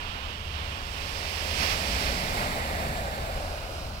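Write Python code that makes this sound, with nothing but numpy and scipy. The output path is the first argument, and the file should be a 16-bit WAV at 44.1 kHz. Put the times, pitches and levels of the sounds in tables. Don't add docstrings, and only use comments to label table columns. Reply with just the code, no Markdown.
import sys
import numpy as np
from scipy import signal
from scipy.fft import rfft, irfft
from scipy.io import wavfile
from scipy.ndimage import uniform_filter1d

SR = 44100
rng = np.random.default_rng(int(sys.argv[2]) if len(sys.argv) > 2 else 0)


def file_out(sig):
    cols = np.atleast_2d(sig).T
    lim = np.clip(cols, -1, 1)
    pcm = np.round(lim * 32767).astype(np.int16)
    wavfile.write(sys.argv[1], SR, pcm)


N = 176400
TIME, FREQ = np.arange(N) / SR, np.arange(N // 2 + 1) * SR / N

# time in seconds, gain in dB.
WASH_LEVEL = [(0, 0.5), (.6, -0.5), (.95, -1), (1.22, 1), (1.8, -4.5), (2.5, -15), (4, -27)]
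WIND_LEVEL = [(0, -1.5), (.6, -1), (1, -4), (1.5, 0), (2.2, 2), (2.8, 1.5), (3.3, 0), (4, 0)]
DRONE_LEVEL = [(0, -1), (.6, 2), (1.1, -1.5), (1.6, 6), (2, -5), (3, 0.5), (4, -1.5)]
CREST_LEVEL = [(0, -25.5), (.5, -19.5), (.85, -16), (1.05, -10), (1.45, -6), (1.57, -3.5), (1.63, -1),
               (1.71, -2.2), (1.78, -3.5), (2.08, -3.5), (2.35, -9.5), (2.65, -16.5), (4, -29)]
ROLL_LEVEL = [(0, -12.5), (1.45, -11), (1.62, -4), (1.8, -4.5), (2.1, 0), (2.45, 0), (2.65, -2.5),
              (2.87, 1), (3.0, -2.5), (4, -10.5)]
FOAM_LEVEL = [(0, -40), (1.4, -11), (1.9, -3), (2.28, -2), (2.38, 2), (2.65, -1.5), (2.85, -1.5),
              (3.2, -4.5), (3.5, -8), (4, -15)]
GURGLE_LEVEL = [(0, -24), (1, -17), (1.6, -10.5), (2.1, -4), (2.45, 0), (2.65, 0), (2.87, 1), (3.3, -0.5),
                (3.6, -2), (4, -9)]
RIPPLE_LEVEL = [(0, -49), (3, -16), (3.27, -7), (3.38, 0.5), (3.6, .5), (3.8, 1), (4, -2)]
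# frequency in Hz, starting strength in dB per Hz.
WASH_COLOUR = [(150, -82.5), (450, -77.5), (700, -74), (1050, -69.5), (1500, -70), (2000, -73),
               (2800, -66.5), (3300, -69.5), (4000, -76.5), (5300, -81.5), (6600, -92.5), (7900, -92.5),
               (10000, -99), (16000, -99)]
WIND_COLOUR = [(8, -70), (20, -62), (28, -55), (50, -58), (70, -58.5), (100, -66.5), (150, -73.5),
               (300, -83), (1000, -105)]
CREST_COLOUR = [(200, -76), (500, -64.5), (950, -66), (1500, -64.5), (2000, -60), (2650, -58.5),
                (3700, -63.5), (5200, -61), (5900, -67), (6700, -73.5), (7900, -72.5), (9500, -77.5),
                (16000, -81)]
SLAP_COLOUR = [(150, -67), (600, -74), (1400, -63.5), (2600, -59), (4000, -71.5), (5300, -63), (7000, -83),
               (13000, -81), (16000, -82)]
ROLL_COLOUR = [(40, -80), (90, -60.5), (150, -61), (220, -62.5), (310, -71), (430, -71), (800, -95),
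               (2000, -115)]
FOAM_COLOUR = [(250, -77), (500, -70), (800, -64), (1050, -65.5), (1350, -67), (2400, -66), (3300, -73.5),
               (4200, -74.5), (5200, -78), (6500, -88), (7600, -82), (8700, -84.5), (10500, -83),
               (16000, -86.5)]
RIPPLE_COLOUR = [(400, -80), (1100, -77), (1450, -77.5), (1950, -88), (2600, -75.5), (3050, -76.5),
                 (3450, -83.5), (4100, -78.5), (4550, -80.5), (5150, -78.5), (5600, -83), (6000, -85.5),
                 (6700, -91), (16000, -102)]
# pitch in Hz, width of its wander in Hz, starting level in dB.
DRONE_TONES = [(69.64, 6, -45), (84.4, 3.02, -45)]
# time of the peak in seconds, gain in dB.
SLAPS = [(1.625, 1.5), (1.705, -2)]
# time of the peak in seconds, width in seconds, level in dB.
THUDS = [(1.657, 0.05, -51), (1.927, .04, -30.5), (2.097, 0.047, -32.5), (3.062, .04, -37.5)]
# frequency in Hz, gain in dB.
GURGLE_BAND = [(200, -26), (400, -16), (520, -1), (680, 1), (820, 0), (960, -10), (1600, -11)]
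# frequency in Hz, gain in dB, likeness from 0 to 1, head start in milliseconds.
FROM_FAR_SHORE = [(250, -2, 0.94, 0.1), (610, 1.5, 0.62, 0.24), (1080, -4.5, 0.8, 0.3),
                  (1600, -10, 0.9, 0.36), (2120, -24, 0.5, 0.33), (2860, -34, .6, 0.53),
                  (3820, -17.5, 0.7, 0.44), (4700, -16, 1, 0.46), (5750, -30, .3, 0.51),
                  (6600, -18, 0, .44), (7740, -7, 0.2, .44), (12500, -23, 0, .44), (15000, -21, .1, .44)]
FROM_NEAR_SHORE = [(140, 1, 1, 0.15), (300, -0.5, 0.94, .35), (580, 2, 0.75, 0.21),
                   (1220, -3.5, 0.63, 0.44), (1900, -9, 1, 0.33), (2630, -18, .65, 0.43),
                   (3700, -0.5, 0.21, 0.493), (4900, -2.5, 0.55, 0.466), (5900, -4.5, 0.35, 0.53),
                   (7200, 3, 0.15, 0.52), (11500, -8, .1, .48), (15000, -2, .1, .48)]
FROM_SHALLOWS = [(400, 0, .85, 0.11), (1480, 2, 0.71, 0.18), (2730, -14, 0.42, 0.38),
                 (4140, -6, 0.53, 0.13), (5800, -13, 0.43, 0.16), (9000, -3, 0.16, 0.19)]


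def gain(db):
    return 10 ** (np.asarray(db) / 20)


def swell(curve):
    return gain(np.interp(TIME, *np.array(curve).T))


def per_frequency(table, column=1):
    rows = np.array(table)
    return np.interp(np.log(FREQ + 1), np.log(rows[:, 0]), rows[:, column])


def wander(rate):
    hold = max(int(SR / rate), 2)
    steps = rng.standard_normal(N)[np.arange(N) // hold]
    curve = uniform_filter1d(uniform_filter1d(steps, hold), hold)
    return curve / np.std(curve)


def wavering_tone(hz, width_hz, rate):
    pitch = hz + width_hz / 2 * wander(rate)
    return np.sqrt(2) * np.sin(2 * np.pi * np.cumsum(pitch) / SR)


def noise(colour):
    white = rfft(rng.standard_normal((2, N)))
    return irfft(white * gain(per_frequency(colour)), N) * np.sqrt(SR / 2)


def bubble_cloud(colour, flicker_db, surge_db, rate):
    spectrum, hiss = rfft(noise(colour)), 0
    octave = np.clip(np.log2((FREQ + 1) / 125), 0, 7)
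    for k in range(8):
        band = irfft(spectrum * np.maximum(1 - abs(octave - k), 0), N)
        hiss = hiss + band * gain(flicker_db * wander(rate))
    return hiss * gain(surge_db * wander(rate))


def bubbles(hz, spread_octaves, cycles, rise, scatter_db, count):
    streams = np.zeros((2, 2 * N))
    starts, chance = rng.integers(N, size=count), rng.standard_normal((count, 2))
    for k, (start, (pitch, strength)) in enumerate(zip(starts, chance)):
        bubble_hz = np.clip(hz * 2 ** (spread_octaves * pitch), 100, SR / 3)
        turns = np.arange(int(2 * cycles * SR / bubble_hz)) * bubble_hz / SR
        age = turns / cycles
        tone = np.sin(2 * np.pi * turns * (1 + rise * age / 2)) * 20.0 ** -age
        streams[k % 2, start:start + len(tone)] += tone * gain(scatter_db * min(strength, 2))
    return streams[:, :N] / np.std(streams[:, :N])


def wash():
    return bubble_cloud(WASH_COLOUR, flicker_db=0.64, surge_db=1, rate=14.6) * swell(WASH_LEVEL)


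def wind():
    return noise(WIND_COLOUR) * gain(wander(12) / 2) * swell(WIND_LEVEL)


def drone():
    hum = sum(gain(db + wander(4.88)) * wavering_tone(hz, width, rate=8) for hz, width, db in DRONE_TONES)
    return hum * swell(DRONE_LEVEL)


def crest():
    hiss = bubble_cloud(CREST_COLOUR, flicker_db=0.46, surge_db=0.24, rate=45)
    drops = bubbles(hz=2980, spread_octaves=0.59, cycles=6, rise=0.089, scatter_db=7, count=3000)
    return (hiss + gain(-44) * drops) * swell(CREST_LEVEL)


def slaps(attack_s=0.021, release_s=0.046):
    bursts = sum(gain(db) * np.exp(-np.maximum((at - TIME) / attack_s, (TIME - at) / release_s))
                 for at, db in SLAPS)
    return noise(SLAP_COLOUR) * bursts


def roll():
    return bubble_cloud(ROLL_COLOUR, flicker_db=1.5, surge_db=0, rate=17) * swell(ROLL_LEVEL)


def thuds():
    pulses = sum(gain(db) * np.exp(-((TIME - at) / width) ** 2 / 2) for at, width, db in THUDS)
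    return pulses * wavering_tone(hz=48.05, width_hz=20.2, rate=40)


def churn(octaves_per_s=0.34, width_hz=520):
    hz = 2035 * 2 ** (-octaves_per_s * (TIME - 2.4))
    phase = 2 * np.pi * np.cumsum(hz) / SR
    ringing = wander(width_hz) * np.cos(phase) + wander(width_hz) * np.sin(phase)
    return ringing / np.std(ringing)


def foam():
    hiss = bubble_cloud(FOAM_COLOUR, flicker_db=0.6, surge_db=0.3, rate=40)
    churning = np.array([churn(), churn()])
    fizz = bubbles(hz=6000, spread_octaves=0.59, cycles=4.4, rise=0.11, scatter_db=3, count=2400)
    return (hiss + gain(-39) * churning + gain(-49) * fizz) * swell(FOAM_LEVEL)


def gurgle():
    tones = bubbles(hz=666, spread_octaves=0.269, cycles=13.8, rise=0.055, scatter_db=2.5, count=5000)
    return irfft(rfft(tones) * gain(-38 + per_frequency(GURGLE_BAND)), N) * swell(GURGLE_LEVEL)


def ripple():
    return bubble_cloud(RIPPLE_COLOUR, flicker_db=1.1, surge_db=0, rate=20) * swell(RIPPLE_LEVEL)


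def stereo(pair, place):
    right, other = rfft(pair)
    likeness = np.clip(per_frequency(place, column=2), 0, 1)
    head_start = np.exp(2j * np.pi * FREQ * per_frequency(place, column=3) / 1000)
    blend = likeness * head_start * right + np.sqrt(1 - likeness ** 2) * other
    left = gain(per_frequency(place)) * blend
    return irfft(np.array([left, right]), N)


def scene():
    far = stereo(wash() + crest() + slaps(), FROM_FAR_SHORE)
    near = stereo(roll() + foam() + gurgle(), FROM_NEAR_SHORE)
    shallows = stereo(ripple(), FROM_SHALLOWS)
    wind_middle, wind_sides = wind()
    low = (wind_middle + drone() + thuds()) * gain([[0.3], [-0.3]])
    sides = gain(-16) * wind_sides * np.array([[1], [-1]])
    return far + near + shallows + low + sides


def record(dry, top_hz=15750):
    return signal.sosfilt(signal.ellip(12, .1, 90, top_hz, fs=SR, output="sos"), dry)


dry = scene()
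out = record(dry)
file_out(out)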